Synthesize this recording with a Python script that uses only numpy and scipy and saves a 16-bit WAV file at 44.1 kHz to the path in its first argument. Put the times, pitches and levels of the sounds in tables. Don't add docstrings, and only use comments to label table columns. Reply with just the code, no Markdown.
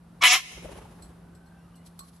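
import sys
import numpy as np
from scipy import signal
from scipy.fft import rfft, irfft, next_fast_len
from scipy.io import wavfile
from scipy.ndimage import uniform_filter1d, minimum_filter1d, map_coordinates

SR = 44100
rng = np.random.default_rng(int(sys.argv[2]) if len(sys.argv) > 2 else 0)


def digitize_waveform(pressure):
    field = np.atleast_2d(pressure).T
    bounded = np.clip(field, -1, 1)
    quanta = np.round(bounded * 32767).astype(np.int16)
    wavfile.write(sys.argv[1], SR, quanta)


N = 97020


def amp(db):
    return 10 ** (np.asarray(db) / 20)


def unit(x):
    return x / np.sqrt(np.mean(x ** 2) + 1e-20)


def along(points, hz):
    f, v = np.transpose(points)
    return np.interp(np.log(hz + 1), np.log(f + 1), v)


def clock():
    return np.arange(N) / SR


def curves(rows):
    s, *cols = np.transpose(rows)
    return [np.interp(clock(), s, c) for c in cols]


def wobble(rate):
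    knots = rng.standard_normal(int(N * rate / SR) + 4)
    return map_coordinates(knots, [clock() * rate])


def sine(cycles):
    return np.sin(2 * np.pi * cycles)


def filtered(x, response):
    m = next_fast_len(N + SR // 2)
    return irfft(rfft(x, m) * response(np.fft.rfftfreq(m, 1 / SR)), m)[..., :N]


def coloured(x, points):
    return filtered(x, lambda hz: amp(along(points, hz)))


def causal(gain):
    cepstrum = irfft(np.log(np.maximum(gain, 1e-6)))
    half = len(cepstrum) // 2
    cepstrum[1:half] *= 2
    cepstrum[half + 1:] = 0
    return np.exp(rfft(cepstrum))


# (frequency [Hz], correlation [0 to 1])
LIKENESS = [(100, 1), (200, 0.99), (500, 0.57), (1500, 0.66), (5000, 0.48), (12000, .1)]


def rush(spectrum):
    def mid_side_gain(hz):
        turn = np.arccos(np.clip(along(LIKENESS, hz), -1, 1)) / 2
        return amp(along(spectrum, hz)) * [np.cos(turn), np.sin(turn)]

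    mid, side = filtered(rng.standard_normal((2, N)), mid_side_gain)
    return unit(np.array([mid + side, mid - side]))


def reverb(x, t60s):
    hz, t, z = signal.stft(rng.standard_normal((2, SR)), SR, nperseg=256)
    decay = amp(-60 * t / along(t60s, hz)[:, None])
    tail = signal.istft(z * decay, SR, nperseg=256)[1]
    return signal.fftconvolve(x[None], tail / np.linalg.norm(tail[0]), axes=1)[:, :N]


def tones(rows, waver, rough_db):
    t, out = clock(), np.zeros(N)
    for start, end, from_hz, to_hz, db in rows:
        progress = np.clip((t - start) / (end - start), 0, 1)
        hz = (from_hz + (to_hz - from_hz) * progress) * (1 + waver * wobble(70))
        swell = np.sqrt(8 * progress * (1 - progress))
        out += amp(db + rough_db * wobble(280)) * swell * sine(np.cumsum(hz) / SR)
    return out


# (start [s], end [s], start pitch [Hz], end pitch [Hz], level [dB])
FAR_WHISTLES = [(1.2, 1.45, 1490, 1505, -75), (1.34, 1.65, 1535, 1570, -71), (1.36, 1.66, 765, 785, -74),
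                (1.6, 1.8, 1296, 1110, -72), (1.54, 1.68, 2550, 2950, -81), (1.69, 1.88, 2800, 2950, -78),
                (1.76, 1.84, 2040, 1990, -75), (1.58, 1.7, 5400, 5850, -84)]
# (frequency [Hz], relative level [dB])
RUMBLE_COLOUR = [(20, -40), (35, -16.5), (55, -8.5), (120, -14), (210, -14), (290, -18.5), (470, -25),
                 (800, -25), (1450, -30), (2100, -38.5), (4000, -42), (7000, -48), (11000, -41.5),
                 (13000, -51.5)]
# (time [s], level [dB])
RUMBLE_LEVEL = [(0, -57.5), (.45, -49), (.8, -50), (1.3, -55.5), (2.2, -56)]
HUM_HZ, HUM_DB, HUM_WAVER_DB = 171, -53, 1.6


def garden():
    phase_waver = 0.14 * wobble(6)
    hum = np.sqrt(2) * np.sin(2 * np.pi * HUM_HZ * clock() + phase_waver)
    hum = hum * amp(HUM_DB + HUM_WAVER_DB * wobble(6.3))
    rumble_db, = curves(RUMBLE_LEVEL)
    rumble = amp(rumble_db + 0.52 * wobble(7.9)) * rush(RUMBLE_COLOUR)
    return hum + rumble + tones(FAR_WHISTLES, waver=0.0201, rough_db=4.5)


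# (time of the middle [s], level [dB], half length to 1/e [s])
HISS_SWELLS = [(1.04, -69.5, .09), (1.866, -66, 0.033), (2.083, -66, 0.14)]
# (frequency [Hz], relative level [dB])
HISS_COLOUR = [(2500, 0), (4300, 8), (8800, 0.5), (10500, 14.5), (13000, -3)]


def bright_hiss():
    t = clock()
    swell = sum(amp(db) * np.exp(-((t - s) / length) ** 2) for s, db, length in HISS_SWELLS)
    return swell * amp(4.7 * wobble(50.22)) * rush(HISS_COLOUR)


# (time [s], level [dB], decay of the scratch to 1/e [s], relative ring [dB],
# brightness of the ring [dB per octave])
CLAW_TAPS = [(1.022, -58.5, 0.015, 6.5, 0.5), (1.046, -72, 0.014, 2, -4), (1.35, -68.5, 0.015, 10, 1.5),
             (1.46, -69, 0.015, 9.5, -6.5), (1.755, -61.5, 0.013, 7.5, 5.5), (1.862, -58, 0.0082, -0.5, 11),
             (1.9916, -43.5, 0.0046, 7.5, -3), (2, -54, 0.0057, 6.5, 3), (2.163, -68, .006, 5.5, -3.5)]
# (frequency [Hz], relative level [dB], t60 [s])
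RAIL_MODES = [(1104, -18.5, .2), (1450, -13.5, 0.063), (3640, -20, .025), (4220, -6.5, .09),
              (4400, -3, 0.026), (5249, -9, 0.021), (5800, -9.5, .035), (7880, -1, .07), (8030, 6, 0.029),
              (10390, -8, 0.089), (11740, -10.5, .04)]
# (frequency [Hz], relative level [dB])
CLAW_COLOUR = [(1000, -18), (3000, -14), (4300, 4), (6500, -0.5), (8300, -2.5), (11000, 4), (13000, 0.5)]
# (frequency [Hz], t60 [s])
TAP_WALLS = [(1000, 0.28), (10000, .25)]
CLAW_DB, TAP_ECHO_DB = 1, -5.5
RATTLE = 0.97


def rail_ring(age, bright_db):
    ring = np.zeros(len(age))
    for hz, db, t60 in RAIL_MODES:
        tilt_db = bright_db * np.log2(hz / RAIL_MODES[0][0])
        ring += amp(db + tilt_db + rng.normal(0, 1.47) - 60 * age / t60) * sine(hz * age)
    return ring * (1 + RATTLE * wobble(300)[:len(age)]) / np.linalg.norm(ring)


def claws():
    t, age = clock(), clock()[:SR // 3]
    rail, touch = np.zeros((2, N)), np.zeros(N)
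    for s, tap_db, length, ring_db, bright_db in CLAW_TAPS:
        contact = amp(tap_db) * (t > s) * np.exp(-np.abs(t - s) / length)
        ring = amp(ring_db) * rail_ring(age, bright_db)
        scratch = contact * rng.standard_normal((2, N))
        rail += signal.fftconvolve(scratch, ring[None], axes=1)[:, :N]
        touch += contact
    ticks = amp(CLAW_DB + 1.3 * wobble(400)) * touch * rush(CLAW_COLOUR)
    taps = rail + ticks
    return taps + amp(TAP_ECHO_DB) * reverb(taps.mean(axis=0), TAP_WALLS)


# (time [s], level [dB])
STIRRED_LEVEL = [(.45, -66), (.56, -52.5), (.7, -50), (.82, -58.5), (1.0, -60.5), (1.35, -55.5), (1.5, -74)]
# (frequency [Hz], relative level [dB])
STIRRED_COLOUR = [(30, -12.5), (60, 2), (130, -2.5), (330, -6.5), (700, -16.5), (1500, -24.5),
                  (4000, -42.5)]


def stirred_air():
    level_db, = curves(STIRRED_LEVEL)
    return amp(level_db + wobble(45)) * rush(STIRRED_COLOUR)


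# (time [s], air puff [dB], low push [dB], feather swish [dB])
WING_STROKES = [(.26, -37, -44, -65.5), (.52, -47, -56, -47), (.578, -44, -40.5, -56), (.63, -47, -50, -56),
                (.654, -46.5, -39, -57.5), (0.692, -47, -51, -70), (0.723, -45, -44, -54),
                (0.759, -48.5, -55, -61), (.783, -45, -51, -55.5), (.822, -48.5, -54, -62.5),
                (0.855, -54.5, -62, -68), (0.921, -54.5, -44.5, -66), (.996, -54, -50, -71),
                (1.06, -58, -47, -86), (1.108, -62, -53, -72)]
# (frequency [Hz], relative level [dB])
PUFF_COLOUR = [(60, 3.5), (150, -14.5), (400, 3.5), (620, -2), (1000, -4.5), (1600, -13), (3000, -20.5),
               (8000, -39)]
# (frequency [Hz], relative level [dB])
SWISH_COLOUR = [(800, -12.5), (2500, 2.5), (5000, -4), (8500, -4.5), (11000, 4), (13000, -27)]
PUFF_S, PUSH_S, SWISH_S = 0.011, 0.02, 0.015
PUSH_HZ = 58.6


def wings():
    t = clock()
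    puff, push, swish = np.zeros((3, N))
    for s, puff_db, push_db, swish_db in WING_STROKES:
        age = t - s
        puff += amp(puff_db) / (1 + (age / PUFF_S) ** 4)
        push += amp(push_db) * np.exp(-(age / PUSH_S) ** 2) * sine(PUSH_HZ * age)
        swish += amp(swish_db) * np.exp(-(age / SWISH_S) ** 2)
    return puff * rush(PUFF_COLOUR) + push + swish * rush(SWISH_COLOUR)


# (time [s], frequency [Hz], level before the lean [dB])
WING_THUDS = [(.646, 517.5, -36), (.655, 623, -36), (.691, 561.5, -39), (0.785, 882, -45), (.819, 384, -58),
              (.853, 865, -46.5), (1.104, 479.6, -52.5)]
THUD_RISE_S, THUD_LEAN_DB = 0.0029, 8


def thuds():
    out = np.zeros(N)
    for s, hz, db in WING_THUDS:
        age = np.maximum(clock() - s, 0)
        swell = age / THUD_RISE_S * np.exp(1 - age / THUD_RISE_S)
        out += amp(db) * swell * sine(hz * age)
    return out * amp(THUD_LEAN_DB * np.array([[.5], [-.5]]))


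CHAOS_HZ, CHAOS_SCATTER = 520.3, .3
NOISE_SHARE, SIZE_DB = 0.76, 1.5


def rasp():
    cycle = np.cumsum(CHAOS_HZ * np.exp(CHAOS_SCATTER * wobble(500))) / SR
    pulses = np.diff(np.floor(cycle), prepend=0) * amp(SIZE_DB * rng.standard_normal(N))
    bursts = rng.standard_normal(N) * np.exp(-2.5 * (cycle % 1))
    return np.sqrt(NOISE_SHARE) * unit(bursts) - np.sqrt(1 - NOISE_SHARE) * unit(pulses)


# (time [s], pitch [Hz], clear tone over the rasp [dB],
# quarter subharmonics over the rasp [dB])
PARROT_VOICE = [(0.209, 1125, 1, -16.5), (.222, 1112, -7, -10.5), (.236, 1004, -5.5, -8),
                (0.241, 982.7, -7.5, -11), (.254, 998, -1.5, -3.5), (0.267, 1036, -2, -8),
                (0.285, 972.4, -11, 1.5), (.3, 978.3, -11, 5), (.318, 979.8, -9.5, 5),
                (.333, 1024, -11, -4.5), (0.349, 1025, -9.5, -3.5), (0.365, 1064, 0, -6),
                (.38, 1043, -5, -8.5), (.41, 1094, -14.5, -12)]
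FLUTTER_DB = 4


def partials(cycle, multiples, colour):
    median_hz = np.median([row[1] for row in PARROT_VOICE])
    lines = np.zeros(N)
    for k in multiples:
        level_db = along(colour, k * median_hz) + FLUTTER_DB * wobble(90)
        lines += amp(level_db) * sine(k * cycle + rng.random())
    return unit(lines)


# (frequency [Hz], gain [dB])
THROAT_COLOUR = [(150, -41), (330, -22), (520, -26.5), (680, -13), (1100, -7), (1550, -11.5), (2100, -10),
                 (3000, -8), (4000, -8), (5600, -16), (7000, -18), (8500, -24), (10500, -20),
                 (12300, -23.5), (13300, -38)]
# (frequency [Hz], half width to 1/e [Hz], lift [dB])
BEAK_RESONANCES = [(740, 26, 0), (850, 60, -9), (1516, 55, -8), (1715, 76, 2), (2240, 180, 5),
                   (2340, 50.5, -3.5), (2460, 55, 3.5), (2930, 90, 1.5), (3582, 60, -6.5), (4520, 660, -4),
                   (5160, 59, 3.5), (5754, 320, 3.5)]


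def throat(hz):
    gain_db = along(THROAT_COLOUR, hz)
    for centre, width, lift_db in BEAK_RESONANCES:
        gain_db = gain_db + lift_db * np.exp(-((hz - centre) / width) ** 2)
    return causal(amp(gain_db))


# (time [s], peak before the balcony [dB])
VOICE_CRACKS = [(.2382, 7.5), (.254, 1), (.2722, 2.5)]


def cracks():
    pulses = np.zeros(N)
    for s, db in VOICE_CRACKS:
        pulses[round(s * SR)] = -amp(db)
    return filtered(pulses, lambda hz: throat(hz) / np.abs(irfft(throat(hz))).max())


# (time [s], level before the overall lift [dB],
# then relative low, middle, upper and top bands [dB])
SCREECH_LEVEL = [(.21, -44.5, -4, -7, -17, -23), (.215, -32, -5.5, -9, -13, -22.5),
                 (.224, -20.5, -7.5, -4.5, -6.5, -18), (.234, -17, -7, -1.5, -17, -24),
                 (.238, -5.5, -12.5, -1.5, -19, -15.5), (.255, -4.5, -13.5, -2.5, -23, -13.5),
                 (.272, -8.5, -13, 0, -8, -10), (.295, -12.5, -13.5, -4, -3.5, -19.5),
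                 (.312, -8.5, -16, -6, -5, -15.5), (.333, -6.5, -12, -6.5, -10, -9),
                 (.348, -9.5, -14, -1.5, -9, -25), (.362, -16, -7.5, -5.5, -7, -11.5),
                 (.385, -27, -8.5, 0.5, -12, -36), (.412, -38.5, -14, -0.5, -4, -4)]
SCREECH_BANDS = [1100, 2600, 5600, 9500]
# (frequency [Hz], relative level [dB])
TONE_COLOUR = [(1000, 0), (2050, 1.5), (3000, -0.5), (4100, -4), (6000, 1.5), (12000, -6.5)]
# (frequency [Hz], relative level [dB])
BUZZ_COLOUR = [(500, -7.5), (735, 5), (1250, -5), (2200, 0.5), (4400, -2), (5400, 5.5), (12000, -4)]
SCREECH_DB = 1.5
JITTER = .013


def screech():
    t = clock()
    pitch_hz, tone_db, buzz_db = curves(PARROT_VOICE)
    cycle = np.cumsum(pitch_hz * (1 + JITTER * wobble(300))) / SR
    tone = amp(tone_db) * partials(cycle, np.arange(1, 12), TONE_COLOUR)
    buzz = amp(buzz_db) * partials(cycle, np.arange(2, 46) / 4, BUZZ_COLOUR)
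    voice = filtered(rasp() + tone + buzz, throat)
    level_db, *bands_db = curves(SCREECH_LEVEL)
    call = np.zeros(N)
    for pick, band_db in zip(np.eye(len(SCREECH_BANDS)), bands_db):
        weights = list(zip(SCREECH_BANDS, pick))
        band = filtered(voice, lambda hz: along(weights, hz))
        steady = band / np.sqrt(np.abs(uniform_filter1d(band ** 2, size=900)) + 1e-12)
        call += steady * amp(level_db + band_db)
    sounding = (t > SCREECH_LEVEL[0][0]) & (t < SCREECH_LEVEL[-1][0])
    soft_gate = uniform_filter1d(sounding.astype(float), size=200)
    return amp(SCREECH_DB) * call * soft_gate + cracks()


PATCHY_DB = 1.5


def patchy(x):
    z = signal.stft(x, nperseg=512)[2]
    field = uniform_filter1d(rng.standard_normal(z.shape[1:]), size=3, axis=0)
    field = uniform_filter1d(field, size=5, axis=1)
    return signal.istft(z * amp(PATCHY_DB * unit(field)), nperseg=512)[1][:, :N]


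# (frequency [Hz], t60 [s])
WALL_DECAY = [(300, .12), (2500, 0.12), (11000, 0.16)]
ECHO_S, ECHO_SPREAD_S = .15, .08


def scattered(x, count):
    places = 2 * (np.arange(count) + rng.random(count)) / count - 1
    delays = ECHO_S + ECHO_SPREAD_S * places
    echoes = sum(np.roll(reverb(x, WALL_DECAY), round(s * SR), axis=1) for s in delays)
    return echoes / np.sqrt(count)


# (frequency [Hz], level [dB])
WALL_COLOUR = [(500, -12), (2500, -6.5), (6000, 1), (11000, 4)]
# (frequency [Hz], left minus right [dB])
CALL_LEAN = [(200, -1.5), (360, 1), (650, 8.5), (1150, 7.5), (1600, -0.5), (12000, -0.5)]
# (frequency [Hz], t60 [s])
TREE_DECAY = [(400, 0.69), (2500, 0.93), (6000, 1.05), (11000, 1.2)]
# (frequency [Hz], gain [dB])
TREE_COLOUR = [(900, -1.5), (2500, 2), (6000, -2), (8700, 1.5), (10500, 1.5), (12500, -1.5)]
# (frequency [Hz], gain [dB])
SCATTER_COLOUR = [(900, 3.5), (1600, -1), (2600, 4), (3600, 0), (6500, 2), (8700, 1.5), (10300, 2.5),
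                  (12500, -6.5)]
TREES_DB, ECHO_DB = -27.5, -30.5


def balcony(call):
    def lean_gain(hz):
        sides = amp(np.outer([.5, -.5], along(CALL_LEAN, hz)))
        return sides / np.hypot(1, amp(along(WALL_COLOUR, hz)))

    walls = coloured(reverb(call, WALL_DECAY), WALL_COLOUR)
    near = filtered(call + walls, lean_gain)
    echo = coloured(scattered(call, count=8), SCATTER_COLOUR)
    tail = coloured(reverb(call, TREE_DECAY), TREE_COLOUR)
    return near + patchy(amp(TREES_DB) * tail + amp(ECHO_DB) * echo)


def scene():
    behind = garden() + bright_hiss() + claws()
    flight = stirred_air() + wings() + thuds()
    return behind + flight + balcony(screech())


DUCK_ABOVE_DB, DUCK_SLOPE = -20.5, 0.5
HOLD_S, RECOVER_S = 0.16, 0.232
MIC_LOW_HZ, TOP_HZ = 32.3, 13000


def record(dry):
    power = uniform_filter1d(np.mean(dry ** 2, axis=0), size=400)
    loud_db = 10 * np.log10(np.abs(power) + 1e-12)
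    cut_db = DUCK_SLOPE * np.maximum(loud_db - DUCK_ABOVE_DB, 0)
    hold = max(int(HOLD_S * SR / 2), 1)
    need_db = -minimum_filter1d(-cut_db, 2 * hold + 1, origin=hold)
    recovery_db = 10 * clock() / RECOVER_S
    held = dry * amp(recovery_db - np.maximum.accumulate(need_db + recovery_db))
    rounded = held / (1 + np.abs(held / .92) ** 6) ** (1 / 6)
    low_cut = filtered(rounded, lambda hz: hz ** 4 / (hz ** 4 + MIC_LOW_HZ ** 4))
    return filtered(low_cut, lambda hz: 1 / (1 + (hz / TOP_HZ) ** 120))


dry = scene()
out = record(dry)
digitize_waveform(out)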